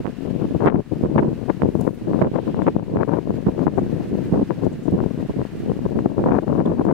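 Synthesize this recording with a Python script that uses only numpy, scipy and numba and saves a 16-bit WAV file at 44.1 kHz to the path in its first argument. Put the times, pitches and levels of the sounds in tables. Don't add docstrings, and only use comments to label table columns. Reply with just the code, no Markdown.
import sys
import numpy as np
from scipy import signal
from scipy.fft import rfft, irfft, next_fast_len
from scipy.io import wavfile
from scipy.ndimage import uniform_filter1d, minimum_filter1d
from numba import njit

SR = 44100
rng = np.random.default_rng(int(sys.argv[2]) if len(sys.argv) > 2 else 0)


def log_audio(samples):
    frames = np.atleast_2d(samples).T
    limited = np.clip(frames, -1, 1)
    pcm = np.round(limited * 32767).astype(np.int16)
    wavfile.write(sys.argv[1], SR, pcm)


N = 305613
TIME_S = np.arange(N) / SR
FREQ_HZ = np.maximum(np.fft.rfftfreq(next_fast_len(N), 1 / SR), 1)

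# t/s, force/dB re usual
BREEZE = [(0, -10.5), (.16, -39), (.26, -7.5), (.77, -14), (.85, -19), (1.0, -2.5), (1.14, -4.5),
          (1.27, 4.5), (1.35, -17), (1.58, -11), (1.7, -6.5), (1.98, -10.5), (2.85, -10), (3.85, -10),
          (5.05, -11), (5.24, -24.5), (5.35, -28.5), (5.55, -11.5), (5.7, -10), (6.35, -7), (6.4, -20),
          (6.46, -21), (6.51, -4.5), (6.93, -5)]
# start/s, length/s, left force/dB, right force/dB, bite (extra brightness)/oct
GUSTS = [(0.045, 0.048, -54, -12, 1.1), (0.408, 0.049, -7, -31, 0.85), (0.537, 0.022, 13, 2, -0.67),
         (0.603, 0.14, 0, -12, 0.59), (0.665, 0.017, 9, 5, 1.22), (0.692, 0.031, 0, -21, 0.91),
         (0.743, 0.027, 10, 2, 0.4), (0.767, 0.033, 14.5, -3, -0.23), (0.912, 0.017, 13, -25, -0.48),
         (1.033, 0.033, -4, 1.5, 0.46), (1.156, 0.013, 5, 6.5, 0.13), (1.177, 0.022, 4, -15, 1.48),
         (1.189, 0.061, -2, 5, 0.0026), (1.485, 0.027, -1.5, -19.5, 1.16), (1.626, 0.058, 10, 4, -0.32),
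         (1.745, 0.11, -2, -20, 0.082), (1.869, 0.016, 1, -12, 0.68), (2.07, 0.11, 2.5, -12.5, 0.17),
         (2.189, 0.016, -4, -10, 0.46), (2.216, 0.0076, -19, 7.5, 0.94), (2.231, 0.045, 9, 7.5, 0.13),
         (2.332, 0.054, 3.5, -11, 0.54), (2.471, 0.025, 8, -23, -0.032), (2.567, 0.029, -1, -16, 0.85),
         (2.611, 0.0089, 1, -17, 1), (2.664, 0.023, -0.5, -9.5, 1.1), (2.745, 0.094, -7.5, -16, 0.32),
         (2.945, 0.036, -3.5, 1.5, 0.18), (2.988, 0.045, -2.5, -16, 1.1), (3.078, 0.11, -4.5, -23, 0.9),
         (3.267, 0.05, -3.5, -11.5, 0.24), (3.463, 0.028, 0, 2, 0.23), (3.574, 0.079, -4, -15, 0.33),
         (3.662, 0.024, 6, -9, 0.37), (3.771, 0.017, 10, -16, 0.15), (3.8, 0.038, 2.5, -11.5, -0.3),
         (3.919, 0.041, 12, -0.5, -0.82), (4.113, 0.041, 4.5, 1.5, -0.7), (4.17, 0.026, 7, -6, -0.44),
         (4.316, 0.11, 0, -1.5, 0.11), (4.501, 0.013, 5, -8, -0.025), (4.635, 0.038, 11, -9.5, -0.14),
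         (4.879, 0.0057, 17, -10.5, -0.15), (4.918, 0.038, 5.5, 8.5, -0.46), (4.982, 0.056, 0, -17, 0.26),
         (5.174, 0.024, -10, -23, 0.43), (5.29, 0.021, -7, -5, 0.37), (5.386, 0.039, -1.5, -5, -0.086),
         (5.685, 0.026, 15.5, -24, -0.92), (5.848, 0.015, 4, -11, 0.42), (5.945, 0.056, -1.5, -10, -0.063),
         (6.052, 0.0066, 3, 9, 0.028), (6.17, 0.076, -1, -1, 0.17), (6.255, 0.047, -2.5, -1, 0.61),
         (6.315, 0.015, -2.5, -11, 1.17), (6.336, 0.033, -3.5, -9, 0.82), (6.383, 0.0042, -4, -27, 1.06),
         (6.424, 0.013, 5.5, -17, 0.29), (6.468, 0.06, 3, -17, 0.31), (6.544, 0.07, -6, -13.5, 0.99),
         (6.652, 0.027, -4, -6, 0.82), (6.689, 0.054, -2.5, -6.5, 0.42), (6.784, 0.044, -3, -9, 0.72),
         (6.845, 0.077, -3, -10.5, 0.73)]
# t/s, port (0 left, 1 right), relative peak/dB, corner f/Hz
SLAPS = [(.056, 1, -2, 497), (0.0664, 1, -6, 850), (0.352, 0, 0, 200), (.454, 0, -12, 636),
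         (0.509, 1, -0.5, 187), (0.641, 0, -11, 690), (.66, 1, 16, 383), (.673, 0, 14.5, 614),
         (.7, 0, 2.5, 840), (0.745, 0, 14.5, 267), (.759, 0, 0, 620), (0.795, 0, 8, 171), (1.03, 0, 0, 220),
         (1.037, 1, 8, 250), (1.05, 1, 1.5, 300), (1.058, 1, -7, 520), (1.097, 1, -1.5, 170),
         (1.161, 1, 9, 282), (1.191, 0, 1, 346), (1.233, 0, -8, 740), (1.33, 0, 2, 190),
         (1.497, 0, -9, 844), (1.62, 1, 4.5, 650), (1.634, 0, 7.5, 317), (1.689, 0, 7, 203),
         (1.753, 0, 8.5, 263), (1.878, 0, 8, 395), (2.118, 1, -2, 200), (2.134, 0, -2, 550),
         (2.222, 1, 13, 314), (2.247, 0, 3, 540), (2.316, 1, 3, 191), (2.545, 0, -2, 506),
         (2.62, 0, -1, 630), (2.668, 1, 0.5, 700), (2.684, 0, 2.5, 700), (2.765, 0, 9, 296),
         (2.797, 0, -4, 430), (2.938, 1, 3, 210), (2.97, 0, 1.5, 540), (3.306, 0, 3, 330),
         (3.485, 0, 0.5, 370), (3.593, 0, -3, 477), (3.659, 1, 2, 190), (3.668, 0, 8.5, 450),
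         (3.784, 0, 1.5, 327), (3.83, 1, -2, 180), (3.864, 0, -1, 220), (4.077, 1, -7, 168),
         (4.154, 1, -2, 240), (4.326, 1, 4, 200), (4.341, 1, -4.5, 490), (4.428, 0, 6, 190),
         (4.507, 0, 2.5, 547), (4.672, 0, -5, 380), (4.856, 0, 0, 216), (5.004, 0, 0.5, 480),
         (5.03, 1, 0.5, 180), (5.062, 0, 7.5, 202), (5.367, 1, 0.5, 179), (5.416, 0, -3, 493),
         (5.452, 0, -3, 320), (5.635, 0, -9, 190), (5.699, 0, -5, 322), (5.718, 0, 2, 306),
         (5.791, 1, -2.5, 260), (5.863, 0, 1, 343), (5.957, 1, 3, 190), (5.99, 0, -0.5, 570),
         (6.059, 0, 5.5, 327), (6.061, 0, 7, 353), (6.181, 0, 6, 300), (6.24, 0, 4, 476),
         (6.262, 0, 5, 373), (6.309, 0, 2.5, 424), (6.387, 0, 2.5, 517), (6.48, 0, 1, 415),
         (6.603, 0, 0.5, 520), (6.867, 0, 1, 360)]
# f/Hz, gain/dB
PORT_RESPONSE = [(15, -85.5), (28, -48), (45, -18), (75, -12.5), (130, -3.5), (200, 0.8), (320, 2.5),
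                 (520, 2), (800, 0), (980, 4), (1200, 1), (2000, 3), (3500, 3), (6000, -2), (9000, -24)]
# f/Hz, density/(dB per Hz)
SHORE_SPECTRUM = [(40, -66.5), (300, -90), (700, -80), (1200, -85), (1700, -84), (2250, -87.5), (2850, -87),
                  (3300, -92), (4200, -93), (5500, -97.5), (8000, -101), (12000, -105), (15500, -108)]
# t/s, gain/dB
SHORE_SWELL = [(0, -1), (1.3, -1.3), (2.4, -1), (2.9, -4), (3.3, -2.5), (3.9, 0.5), (4.7, -1), (5.5, -0.5),
               (6.9, -4)]
# f/Hz, correlation
SHORE_CORRELATION = [(200, 0.27), (1500, 0.76), (3000, 0.34), (5000, 0.083), (8000, 0.018)]
# t/s, level/dB, centre f/Hz, length/s, half width/oct
RIPPLES = [(.35, -58.5, 2810, 0.4, 0.36), (2.45, -55.5, 2750, 0.45, 0.43), (4.0, -59, 1760, 0.98, 0.21),
           (5.4, -56, 1840, .45, 0.35)]
# t/s, level/dB, centre f/Hz, length/s, half width/oct
TICKS = [(1.812, -43.5, 8200, 0.0048, 0.62), (1.858, -60, 8000, 0.19, 0.96), (1.95, -61, 12300, 0.0093, .5),
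         (2.635, -64, 7400, 0.017, .15), (3.782, -61, 7300, 0.034, .3), (4.65, -59, 7400, 0.009, 0.31),
         (4.731, -59, 7450, .012, .25), (4.846, -60, 7000, 0.03, .35), (4.912, -54, 8900, 0.0025, .4),
         (5.693, -49, 3080, .005, .05), (6.6595, -47, 3450, 0.0035, 0.065), (6.659, -52, 7770, 0.0016, .8),
         (6.852, -55, 5200, 0.0048, .7)]
# left level/dB, right level/dB
CAPSULE_LIMIT_DB = [9, 4.5]


def wind(port, flutter_db, ragged_db, puff_hz, trim_db, brightening, bass_db):
    steady_flow_db, crackle_oct = -17, 0.22
    usual_density_db, usual_corner_hz, shelf_hz = -33.5, 250, 98
    push_db, bite_oct = wind_force(port)
    lull = 1 / (1 + undb(push_db - steady_flow_db) ** 2)
    push_db += ragged_db * lull * np.tanh(2 * wander(puff_hz))
    push_db += flutter_db * np.tanh(wander(rate_hz=94.5)) + trim_db
    bite_oct += crackle_oct * (np.tanh(wander(rate_hz=26.7)) - .5)
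    corner_hz = usual_corner_hz * undb(brightening * push_db) * 2 ** bite_oct
    pressure = eddies(kicks_per_s=800, spread_db=4.0, turbulence=0.38)
    centres_hz = 110 * 1.5 ** np.arange(11)
    rumble = np.zeros(N)
    for hz, share in zip(centres_hz, np.eye(len(centres_hz))):
        band = filtered(pressure, np.interp(np.log(FREQ_HZ), np.log(centres_hz), share))
        rumble += band * np.exp(-hz / corner_hz)
    rumble *= undb(usual_density_db + .5 * push_db) * np.sqrt(SR / 2)
    shelf = undb(bass_db / (1 + (FREQ_HZ / shelf_hz) ** 4))
    return port_ring(filtered(rumble + slaps(port, trim_db=-4.5), shelf))


def wind_force(port):
    attack_s, wake_s, arch_db = 0.0088, 0.0066, 1
    lee_db = -6.5
    power = undb(at_time(BREEZE) + port * lee_db) ** 2
    weighted_bite = np.zeros(N)
    for start_s, length_s, left_db, right_db, bite_oct in GUSTS:
        near = (TIME_S > start_s - attack_s) & (TIME_S < start_s + length_s + 10 * wake_s)
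        age_s = TIME_S[near] - start_s
        rise = np.clip(age_s / attack_s + .5, 0, 1)
        wake = np.exp(-np.maximum(age_s - length_s, 0) / wake_s)
        swell_db = arch_db * (np.sin(np.pi * np.clip(age_s / length_s, 0, 1)) - .5)
        gust_power = (rise * wake * undb((left_db, right_db)[port] + swell_db)) ** 2
        power[near] += gust_power
        weighted_bite[near] += bite_oct * gust_power
    return 10 * np.log10(power), weighted_bite / power


def eddies(kicks_per_s, spread_db, turbulence):
    kicks = (rng.random(N) < kicks_per_s / SR) * rng.choice([-1, 1], N)
    kicks = kicks * undb(spread_db * rng.standard_normal(N))
    pressure = kicks / kicks.std() + turbulence * rng.standard_normal(N)
    return pressure / np.sqrt(uniform_filter1d(pressure ** 2, size=700))


def slaps(port, trim_db):
    pressure = np.zeros(N)
    for t_s, side, peak_db, corner_hz in SLAPS:
        if round(side) == port:
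            peak = rng.choice([-1, 1]) * undb(peak_db + trim_db)
            pressure += peak / (1 + (2 * np.pi * corner_hz * (TIME_S - t_s)) ** 2)
    return pressure


def port_ring(pressure, size=4096):
    hz = np.maximum(np.fft.rfftfreq(size, 1 / SR), 1)
    cepstrum = irfft(np.log(undb(at_hz(PORT_RESPONSE, hz))))[:size // 2]
    cepstrum[1:] *= 2
    impulse_response = irfft(np.exp(rfft(cepstrum, size)))
    return signal.fftconvolve(pressure, impulse_response)[:N]


def shore(waver_db):
    correlation = np.clip(at_hz(SHORE_CORRELATION, FREQ_HZ), 0, 1)
    spectrum = undb(at_hz(SHORE_SPECTRUM, FREQ_HZ)) * np.sqrt(SR / 2)
    mid = filtered(rng.standard_normal(N), spectrum * np.sqrt((1 + correlation) / 2))
    side = filtered(rng.standard_normal(N), spectrum * np.sqrt((1 - correlation) / 2))
    swell_db = at_time(SHORE_SWELL) + waver_db * wander(rate_hz=28)
    return np.array([mid + side, mid - side]) * undb(swell_db)


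def noise_swells(table, pan_right_db):
    out = np.zeros((2, N))
    noise = rng.standard_normal((2, N))
    for t_s, level_db, centre_hz, length_s, half_width_oct in table:
        band = filtered(noise, 1 / (1 + (np.log2(FREQ_HZ / centre_hz) / half_width_oct) ** 2))
        envelope = np.exp(-2 * ((TIME_S - t_s) / length_s) ** 2)
        out += undb(level_db) * band / band.std() * envelope
    return out * undb([[-pan_right_db], [pan_right_db]])


def limiter(x, ceiling_db, release_s):
    excess = np.maximum(np.abs(x).max(axis=0) / undb(ceiling_db), 1)
    gain = np.exp(-peak_envelope(np.log(excess), 1 / (1 + release_s * SR)))
    held = minimum_filter1d(gain, size=1761, origin=800)
    return x * uniform_filter1d(uniform_filter1d(held, size=80), size=80)


@njit
def peak_envelope(x, decay_per_sample):
    out, level = np.empty(len(x)), 0.
    for i in range(len(x)):
        level = max(x[i], level * (1 - decay_per_sample))
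        out[i] = level
    return out


def wander(rate_hz):
    drift = filtered(rng.standard_normal(N), np.exp(-(FREQ_HZ / rate_hz) ** 2))
    return drift / drift.std()


def filtered(x, gain):
    size = next_fast_len(N)
    return irfft(rfft(x, size) * gain, size)[..., :N]


def at_time(table):
    return np.interp(TIME_S, *np.transpose(table))


def at_hz(table, hz):
    points_hz, values = np.transpose(table)
    return np.interp(np.log(hz), np.log(points_hz), values)


def undb(db):
    return 10 ** (np.asarray(db) / 20)


def scene():
    left = wind(0, flutter_db=7, ragged_db=18, puff_hz=9.1, trim_db=-2.5, brightening=0.18, bass_db=-1.5)
    right = wind(1, flutter_db=5.5, ragged_db=13.5, puff_hz=8.1, trim_db=-3.5, brightening=0.24,
                 bass_db=1.5)
    hiss = shore(waver_db=0.92)
    ripples = noise_swells(RIPPLES, pan_right_db=1.0)
    ticks = noise_swells(TICKS, pan_right_db=0.5)
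    return np.array([left, right]) + hiss + ripples + ticks


def record(dry):
    cutoff_hz = 15800
    low_pass = signal.ellip(10, .1, 80, cutoff_hz, fs=SR, output="sos")
    end_fades = signal.windows.tukey(N, .001)
    capsule_limit = undb(CAPSULE_LIMIT_DB)[:, None]
    clipped = np.clip(dry, -capsule_limit, capsule_limit)
    limited = limiter(clipped, ceiling_db=-0.86, release_s=0.12)
    return signal.sosfilt(low_pass, limited * end_fades)


dry = scene()
out = record(dry)
log_audio(out)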